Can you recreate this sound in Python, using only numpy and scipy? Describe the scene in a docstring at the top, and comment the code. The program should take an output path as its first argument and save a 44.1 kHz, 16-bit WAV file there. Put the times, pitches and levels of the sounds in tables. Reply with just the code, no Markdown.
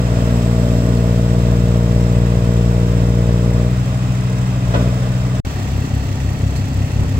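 """First comes the hard drone of a three-cylinder diesel forklift, its hydraulic pump loading the engine.
Each firing thumps in the exhaust and knocks the engine block, while oil hisses through a valve.
The pump lets go, then loads the engine again as the forks clang down on the paved yard.
After a tiny silence the forklift is closer and idles slowly. A second diesel throbs and ticks
nearby in both stretches, over a low rumble."""
import sys
import numpy as np
from scipy import signal
from scipy.fft import rfft, irfft, next_fast_len
from scipy.io import wavfile
from scipy.ndimage import uniform_filter1d

SR = 44100
rng = np.random.default_rng(int(sys.argv[2]) if len(sys.argv) > 2 else 0)


def bounce(signal):
    """Save signal as a 16-bit WAV file at the path given by the first command-line argument."""
    frames = np.transpose(np.atleast_2d(signal))
    limited = np.clip(frames, -1, 1)
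    pcm = np.round(limited * 32767).astype(np.int16)
    wavfile.write(sys.argv[1], SR, pcm)


N = 317079
T = np.arange(N) / SR
HZ = np.fft.rfftfreq(N, 1 / SR)
SILENCE_FROM_S, SILENCE_TO_S = 5.402, 5.449


# How hard each of the three cylinders fires: (level [dB])
CYLINDER_DB = [0, -3, -0.74]
# Tone of the knocking engine block: (pitch [Hz], level [dB])
BLOCK_TONE = [(50, -20), (90, -3), (180, -4), (255, 3), (340, -11), (450, -7), (520, -11), (620, -7),
              (720, -16), (1100, -19), (2500, -32)]
def forklift_working(free_firing_hz=61.595, slowdown_hz=3.033):
    """The pump slows the engine and makes it work harder; each stroke also jolts the body."""
    effort, age = pump(), stroke_age()
    flow = lagged(effort, lag_s=0.09, first=1)
    load = np.clip(0.087 + flow, 0, 1)  # a little load stays with the valve shut
    shake = amp(0.82 + 3 * surge(age, peak_s=0.16))
    firings = np.cumsum(free_firing_hz - slowdown_hz * effort) / SR  # counts up by one per firing
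    firings = firings - np.interp(.4773, T, firings)  # the first cylinder fires at .4773 s
    firings += 0.0011 * wander(hz=40.2)
    note = working_exhaust(firings, load)
    puffs = shake * gas_puffs(firings, load, age)
    rattle = np.sqrt(shake) * clatter(firings) + panel_buzz()
    oil = oil_hiss(age)
    knock = shake ** 2 * amp(-39) * block_knock(firings, BLOCK_TONE, scatter_db=1.6)
    return note + puffs + rattle + knock + flow * (hollow_boom(note, firings, age) + oil)


# Spells of pumping: (valve opens [s], valve shuts [s], effort [1 = full load])
PUMP_STROKES = [(0.0, 3.605, 1.0), (4.621, 4.749, 1.258)]
def pump(open_s=.104, shut_s=.122, ease_per_s=.017):
    """The pump's effort rises as the valve opens, eases a little, and falls as it shuts."""
    total = np.zeros(N)
    for start, end, effort in PUMP_STROKES:
        opening = np.clip((T - start) / open_s, 0, 1)
        shutting = np.clip(1 - (T - end) / shut_s, 0, 1)
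        total += effort * opening * shutting * (1 - ease_per_s * (T - start))
    return total


def stroke_age():
    """Seconds since the latest pump stroke began."""
    starts = np.array(PUMP_STROKES)[:, 0]
    return T - starts[np.searchsorted(starts, T, side="right") - 1]


# Exhaust notes, working hard and running free: (pitch [times the firing rate], level [dB])
LOADED_NOTES = [(1, -2.8), (2, 0.0), (3, -3.8), (4, -11.9), (5, -25.8), (6, -19.2), (7, -20.4), (8, -14.0),
                (9, -23.7), (10, -21.8), (11, -22.0), (12, -42.1), (13, -46.1), (14, -39.5), (15, -46.4),
                (16, -32.6), (17, -43.8), (18, -37.9), (19, -39.0), (20, -40.8)]
FREE_NOTES = [(1, -9), (2, 2), (3, -4.5), (4, -27.5), (5, -33), (6, -34.5), (7, -25), (8, -30), (9, -39),
              (10, -26.5)]
# Extra notes from unequal cylinders, likewise: (pitch [times the cycle rate], level [dB])
LOADED_UNEVEN = [(4, 0), (5, 4.5), (7, -5), (14, 11), (16, -1), (20, -5.5), (22, -25), (23, 1), (25, -12.5),
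                 (31, -0.8)]
FREE_UNEVEN = [(5, -1), (14, 0), (22, 4)]
# Rise and fall of both engines' low throb: (time [s], level [dB])
THROB_LEVEL = [(0, -1.5), (1.5, 0), (5.4, 0), (5.45, -6), (5.76, -.5), (7.19, 0)]
def working_exhaust(firings, load):
    """The drone blends from a smooth hum to a harder note as the load grows."""
    loaded = amp(-12.9) * exhaust(firings, LOADED_NOTES, hardness=load)
    loaded += amp(-31.5) * uneven_cylinders(firings, LOADED_UNEVEN)
    free = amp(-16.5) * exhaust(firings, FREE_NOTES)
    free += amp(-38.5) * uneven_cylinders(firings, FREE_UNEVEN)
    return (load * loaded + (1 - load) * free) * amp(curve(THROB_LEVEL) + .5 * wander(hz=49.43))


def exhaust(firings, notes, hardness=0.93, size=256):
    """Each firing sends a pulse ringing through the silencer; a softer pulse has weaker high notes."""
    multiple, db = np.transpose(notes)
    grid = np.arange(size) / 4  # four steps from one note to the next
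    shape_db = np.interp(grid[:size // 2 + 1], np.r_[0, multiple, multiple[-1] + 4],
                         np.r_[db[0] - 12, db, db[-1] - 10])
    mirrored = amp(np.r_[shape_db, shape_db[-2:0:-1]])
    phase = -signal.hilbert(np.log(mirrored)).imag  # the ringing comes after the pulse
    phase += rng.uniform(-2, 2, size) * (grid > 5)  # echoes scatter the high notes in time
    phase -= .08 * (grid - 2) ** 2  # the silencer holds higher notes back longer
    softening = hardness ** 0.1
    wave = sum(amp(level) * softening ** (k - 1) * np.cos(2 * np.pi * k * firings + phase[4 * k])
               for k, level in zip(np.rint(multiple).astype(int), db))
    return -np.sqrt(2) * wave / np.linalg.norm(amp(db))


def uneven_cylinders(firings, notes):
    """Unequal cylinders repeat every three firings (one cycle), adding notes between the main ones."""
    cycles = firings / len(CYLINDER_DB)
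    return unit(sum(amp(db + 4.3 * wander(hz=6)) * np.cos(2 * np.pi * (round(k) * cycles + rng.random()))
                    for k, db in notes))


def block_knock(firings, tone, scatter_db=2.0, ring_s=0.11):
    """Each firing knocks the engine block and its panels, never twice equally hard."""
    hits = np.flatnonzero(np.diff(np.floor(firings)) > 0)
    cylinder = np.floor(firings[hits + 1]).astype(int) % len(CYLINDER_DB)
    blows = np.zeros(N)
    blows[hits] = amp(np.array(CYLINDER_DB)[cylinder] + scatter_db * rng.standard_normal(len(hits)))
    ring = noise(tone, size=8192) * amp(-60 * T[:8192] / ring_s)
    return unit(signal.oaconvolve(blows[None], ring, axes=1)[:, :N])


# Tone of the boom, with two hollow peaks: (pitch [Hz], level [dB])
BOOM_TONE = [(150, -36), (205, 0), (238, 4.5), (275, -25), (330, -25), (520, -27), (590, -2), (650, -0.5),
             (720, -13), (820, -32)]
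def hollow_boom(note, firings, age, rise_s=.25, fade_db_per_s=11.5, roughness=0.44):
    """The exhaust note and its puffs set off a hollow ringing early in each stroke."""
    hum = unit(irfft(rfft(note) * amp(read(BOOM_TONE, HZ)), N))
    puffs = unit(noise(BOOM_TONE) * bursts(firings, CYLINDER_DB, length=1.2))
    swell = amp(-21 - fade_db_per_s * age) * (1 - np.exp(-age / rise_s))
    return swell * unit((1 - roughness) * hum + roughness * puffs)


# Tone of the puffing gas: (pitch [Hz], level [dB])
PUFF_TONE = [(150, -28), (280, -4), (450, -5.5), (630, 8), (760, -16), (1200, -20), (3000, -26)]
def gas_puffs(firings, load, age):
    """Each firing puffs out gas, louder under load and fading as the stroke goes on."""
    level = amp(-35 - 0.8 * age * load) * (.5 + .5 * load)
    return level * noise(PUFF_TONE, ripple_db=3.5) * bursts(firings, CYLINDER_DB, length=1.0)


# Tone of the working engine's clatter: (pitch [Hz], level [dB])
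CLATTER_TONE = [(200, -30), (400, 1), (750, 3.5), (1080, 2), (1500, -3.5), (2000, -3), (2600, -6.5),
                (3300, -10.5), (6200, -13.5), (7900, -11), (8900, -22), (11700, -26.5), (13300, -28),
                (17000, -19)]
def clatter(firings):
    """A bright rattle that pulses gently with the firings."""
    pulsing = unit(1 + 0.19 * bursts(firings, CYLINDER_DB, length=0.83))
    return amp(-36.5) * noise(CLATTER_TONE, ripple_db=2.5) * pulsing * amp(0.36 * wander(hz=24.9))


# Tone of a buzzing panel: (pitch [Hz], level [dB])
PANEL_TONE = [(2200, -26), (2480, 1), (2570, 0), (2700, -8.5), (2950, -8)]
def panel_buzz():
    """A panel gives a faint, flickering buzz."""
    return amp(-54) * noise(PANEL_TONE) * amp(3.3 * wander(hz=25.04))


# Tone of the rushing oil: (pitch [Hz], level [dB])
OIL_TONE = [(1500, -10), (3300, 4), (5300, 6.5), (6500, -6), (7700, 13), (8800, -2), (11700, -18),
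            (13300, 5), (16000, -28)]
def oil_hiss(age):
    """Oil rushes through the valve, loudest as a stroke gets going."""
    return amp(-51.5 + 6 * surge(age, peak_s=0.49)) * noise(OIL_TONE)


# Exhaust notes at idle: (pitch [times the firing rate], level [dB])
IDLE_NOTES = [(1, -35.5), (2, -3.5), (3, 1.5), (4, -6), (5, -8), (6, -11), (7, -16.5), (8, -11), (9, -22),
              (10, -29.5)]
# Tones of the clatter and the block from close by: (pitch [Hz], level [dB])
CLOSE_CLATTER_TONE = [(200, -32), (400, -6.5), (720, 8.5), (950, 1), (1450, -4.5), (1950, -2.5), (2650, -6),
                      (3200, -9.5), (4500, -8.5), (6200, -13.5), (7900, -10.5), (8900, -23), (11700, -24.5),
                      (17000, -20)]
CLOSE_BLOCK_TONE = [(50, -20), (90, -3), (180, -6), (270, 4), (340, -9), (460, -15), (620, -5),
                    (720, -18.5), (1100, -20), (2500, -32)]
def forklift_idling(firing_hz=32.15, settle_db=3.0, settle_s=0.33):
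    """Slow, soft firings let the clatter stand out; the body shakes more at first, then settles."""
    firings = (T - 5.5915) * firing_hz + 0.0048 * wander(hz=20)
    shake = amp(settle_db * np.exp(-np.maximum(T - SILENCE_TO_S, 0) / settle_s))
    note = amp(-21.5 + curve(THROB_LEVEL) + 1.9 * wander(hz=29.8)) * exhaust(firings, IDLE_NOTES)
    pulsing = unit(1 + 0.086 * bursts(firings, CYLINDER_DB, length=1.0))
    rattle = amp(-37.5) * noise(CLOSE_CLATTER_TONE, ripple_db=2.0) * pulsing
    knock = amp(-36.5) * block_knock(firings, CLOSE_BLOCK_TONE)
    return note + shake * (knock + rattle)


# Blows on the forks and mast: (time [s], level [dB], ring length [1 = full])
FORK_HITS = [(.29, -29, .7), (.338, -32, .7), (4.737, -18, 0.89), (4.744, -15.5, 0.75),
             (4.757, -21.5, 0.84), (4.8, -27.5, 1), (4.864, -30, .9)]
# Ringing notes of the steel forks: (pitch [Hz], level [dB], time to fade by 60 dB [s])
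STEEL_NOTES = [(457, -6, 0.41), (586, 2, 0.19), (660, -9, 0.2), (990, 1, 0.12), (1116, -8, 0.25),
               (1340, -4, 0.19), (1503, -8, .28), (1962, -6, 0.13), (2360, -19, .2), (2530, -7.5, 0.27),
               (2960, -30, .18), (3440, -13, 0.19)]
# Tone of the crashing chain and mast: (pitch [Hz], level [dB])
CRASH_TONE = [(120, -15), (300, 6.5), (620, 7), (800, -4), (1250, -1), (1700, -8), (2700, -10),
              (3700, -14.5), (6000, -24), (12000, -43)]
def forks(crash_s=0.093, ring_db=-5.5, rise_s=0.0035):
    """The forks land and rattle: a short crash of chain and mast, and ringing steel."""
    out, t = np.zeros((2, N)), T[:SR]
    for start, db, length in FORK_HITS:
        phases = rng.uniform(0, 2 * np.pi, (len(STEEL_NOTES), 2, 1))
        ring = sum(amp(level - 60 * t / (fade_s * length)) * np.sin(2 * np.pi * hz * t + phase)
                   for (hz, level, fade_s), phase in zip(STEEL_NOTES, phases))
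        crash = noise(CRASH_TONE, size=SR) * amp(-60 * t / (crash_s * length))
        add(out, start, amp(db) * (crash + amp(ring_db) * ring) * (1 - np.exp(-t / rise_s)))
    return out


# Second diesel's exhaust before and after the silence: (pitch [times the firing rate], level [dB])
SECOND_NOTES_BEFORE = [(1, -17), (2, -9.5), (3, 0.5), (4, -0.5)]
SECOND_NOTES_AFTER = [(1, -14.5), (2, 0.5), (3, 1.5), (4, 0), (5, -12.5), (6, -23), (7, -22), (8, -13.5)]
# Tones of its knock and its ticks: (pitch [Hz], level [dB])
KNOCK_TONE = [(1000, -23), (1600, -17), (1900, 7), (2250, -14), (2620, 3), (3200, -13), (4500, -18),
              (7000, -11)]
TICK_TONE = [(1000, -14), (2000, 15), (4000, 0.5), (7800, 9.5), (9000, -1.5), (11700, -6), (13300, 0.5),
             (16000, -2)]
# How loudly each of its fuel injectors ticks: (level [dB])
INJECTOR_DB = [0, -1.0, -8.0]
def second_diesel(notes, firing_hz, fires_at_s, note_db, tick_db, knock_db):
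    """Another engine idles: its exhaust throbs, its firings knock, its injectors tick with a limp."""
    firings = (T - fires_at_s) * firing_hz
    note = amp(note_db + curve(THROB_LEVEL)) * exhaust(firings + 0.011 * wander(hz=20), notes)
    knock = noise(KNOCK_TONE) * bursts(firings - .1, [0, -2.5, -1.5], length=0.32)
    knock *= amp(knock_db + 1.4 * wander(hz=36.6))
    ticks = noise(TICK_TONE) * bursts(firings - .5, INJECTOR_DB, length=.2, rise=.1)
    ticks *= amp(tick_db + wander(hz=35))
    return note + knock + ticks


# Light metal clicks: (time [s], level [dB])
CLICK_HITS = [(.968, -42), (4.324, -47), (6.56, -35), (6.57, -40), (6.682, -45)]
# Tone of a click: (pitch [Hz], level [dB])
CLICK_TONE = [(800, -14), (1800, 3), (3600, -4), (4400, 13), (5400, -5), (7300, 6), (9000, -3), (12000, -8),
              (16000, -8)]
def clicks(fade_s=0.11):
    """Small, dry metal clicks that die away at once."""
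    out, t = np.zeros((2, N)), T[:SR // 10]
    for start, db in CLICK_HITS:
        add(out, start, amp(db - 60 * t / fade_s) * noise(CLICK_TONE, size=len(t)))
    return out


# Tones of the steady rumble and its swells: (pitch [Hz], level [dB])
RUMBLE_TONE = [(15, -30), (28, -43), (45, 1), (110, -7), (170, -8), (265, -4), (320, -14), (600, -17.5),
               (900, -41)]
SWELL_TONE = [(20, -14), (45, -1), (62, 6), (100, -1), (180, -11), (350, -20.5), (900, -29)]
# Swells of rumble: (time [s], peak level [dB], half length [s])
SWELLS = [(7.022, -15, .05), (7.18, -23, .04)]
def yard_rumble():
    """A steady low rumble, with two brief swells near the end."""
    swells = sum(amp(db) * np.exp(-((T - peak_s) / half_s) ** 2) for peak_s, db, half_s in SWELLS)
    return amp(-29) * noise(RUMBLE_TONE) + swells * noise(SWELL_TONE)


# How alike left and right sound: (pitch [Hz], likeness [0-1])
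SIDE_LIKENESS = [(60, .99), (150, .98), (300, .92), (650, .8), (1400, .35), (3000, .35), (6500, .35),
                 (8000, .78), (15000, .84)]
# How far the left side runs ahead: (pitch [Hz], lead [radians])
LEFT_LEAD = [(0, 0), (600, -.2), (1150, -1.5), (1450, -3.2), (2150, -6.2), (2600, -6.8), (4200, -11.6),
             (5200, -15.5), (6100, -16), (7000, -12.6), (16000, -12.6)]
def noise(tone, size=N, ripple_db=0.):
    """Stereo noise of a given tone: alike on both sides in the bass, scattered by the yard higher up."""
    count = next_fast_len(size, True)
    hz = np.fft.rfftfreq(count, 1 / SR)
    shared, separate = rfft(rng.standard_normal((2, count)))
    like, lead = np.clip(read(SIDE_LIKENESS, hz), 0, 1), read(LEFT_LEAD, hz)
    right = (like * shared + np.sqrt(1 - like ** 2) * separate) * np.exp(-1j * lead)
    db = read(tone, hz) - 20 * np.log2(np.maximum(hz / tone[-1][0], 1))  # fades above the last row
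    db += ripple_db * read(np.c_[np.geomspace(300, 16000, 300), rng.standard_normal(300)], hz)
    middle_gain = np.sqrt(1 + like * np.cos(lead) + 1e-3)
    sides = irfft(np.array([shared, right]) * amp(db) / middle_gain, count)[:, :size]
    return sides / np.std(sides.mean(0))


def bursts(firings, cylinder_db, length, rise=0.089):
    """A level that jumps at each firing, then fades; length and rise are counted in firings."""
    age = firings % 1
    cylinder = np.floor(firings).astype(int) % len(cylinder_db)
    return unit(amp(cylinder_db)[cylinder] * (1 - np.exp(-age / rise)) * np.exp(-age / length))


def surge(age, peak_s):
    """Rises to 1 at peak_s and dies away."""
    return age / peak_s * np.exp(1 - age / peak_s)


def lagged(x, lag_s, first):
    """Follows x sluggishly, starting from the value first."""
    keep = np.exp(-1 / (lag_s * SR))
    return first + signal.lfilter([1 - keep], [1, -keep], x - first)


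def wander(hz):
    """A random drift that heads for a new value hz times a second."""
    count = int(8 * hz) + 2
    return unit(np.interp(T * hz, np.arange(count), rng.standard_normal(count)))


def amp(db):
    """Turns decibels into a gain."""
    return 10 ** (np.asarray(db) / 20)


def unit(x):
    """Scales to an average strength (rms) of 1."""
    return x / np.sqrt(np.mean(x ** 2) + 1e-20)


def curve(rows):
    """Joins (time, value) rows with straight lines."""
    return np.interp(T, *np.transpose(rows))


def read(rows, hz):
    """Looks up hz between (pitch, value) rows, with octaves evenly spaced."""
    pitch, value = np.transpose(rows)
    return np.interp(np.log(hz + 1), np.log(pitch + 1), value)


def add(mix, start_s, sound):
    """Mixes in a stereo sound at start_s."""
    part = mix[:, round(start_s * SR):][:, :sound.shape[1]]
    part += sound[:, :part.shape[1]]


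def scene():
    """Two stretches in the same yard, with a moment of silence between them."""
    far = forklift_working() + second_diesel(
        SECOND_NOTES_BEFORE, firing_hz=34.07, fires_at_s=3.7523,
        note_db=-24.5, tick_db=-51.5, knock_db=-52.5)
    near = forklift_idling() + second_diesel(
        SECOND_NOTES_AFTER, firing_hz=34.11, fires_at_s=5.5816,
        note_db=-19.5, tick_db=-49.5, knock_db=-45.5)
    yard = yard_rumble() + forks() + clicks()
    before, after = uniform_filter1d(np.array([T < SILENCE_FROM_S, T > SILENCE_TO_S], float), size=100)
    return before * (far + yard) + after * (near + yard)


# How much louder the left side is: (pitch [Hz], left minus right [dB])
LEFT_BOOST = [(30, 2.5), (60, 1.9), (125, 1.4), (250, .7), (500, 1.7), (1000, 0), (2000, -1.8),
              (4000, -3.4), (8000, -2.7), (12000, -3.6)]
# How far the left side falls behind: (pitch [Hz], lag [radians])
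LEFT_LAG = [(30, 1), (60, 0.22), (125, 0.2), (250, 0.22), (500, 0.46), (900, 0.18)]
def record(dry, top_hz=15900):
    """Each side gets its own tone, low notes reach the left later, and the highest treble is cut."""
    difference = np.log(amp(read(LEFT_BOOST, HZ))) - 1j * read(LEFT_LAG, HZ)
    coloured = irfft(rfft(dry) * np.exp(np.array([[.5], [-.5]]) * difference), N)
    treble_cut = signal.firwin(511, top_hz, window=("kaiser", 9), fs=SR)
    return signal.oaconvolve(coloured, treble_cut[None], "same")


dry = scene()
out = record(dry)
bounce(out)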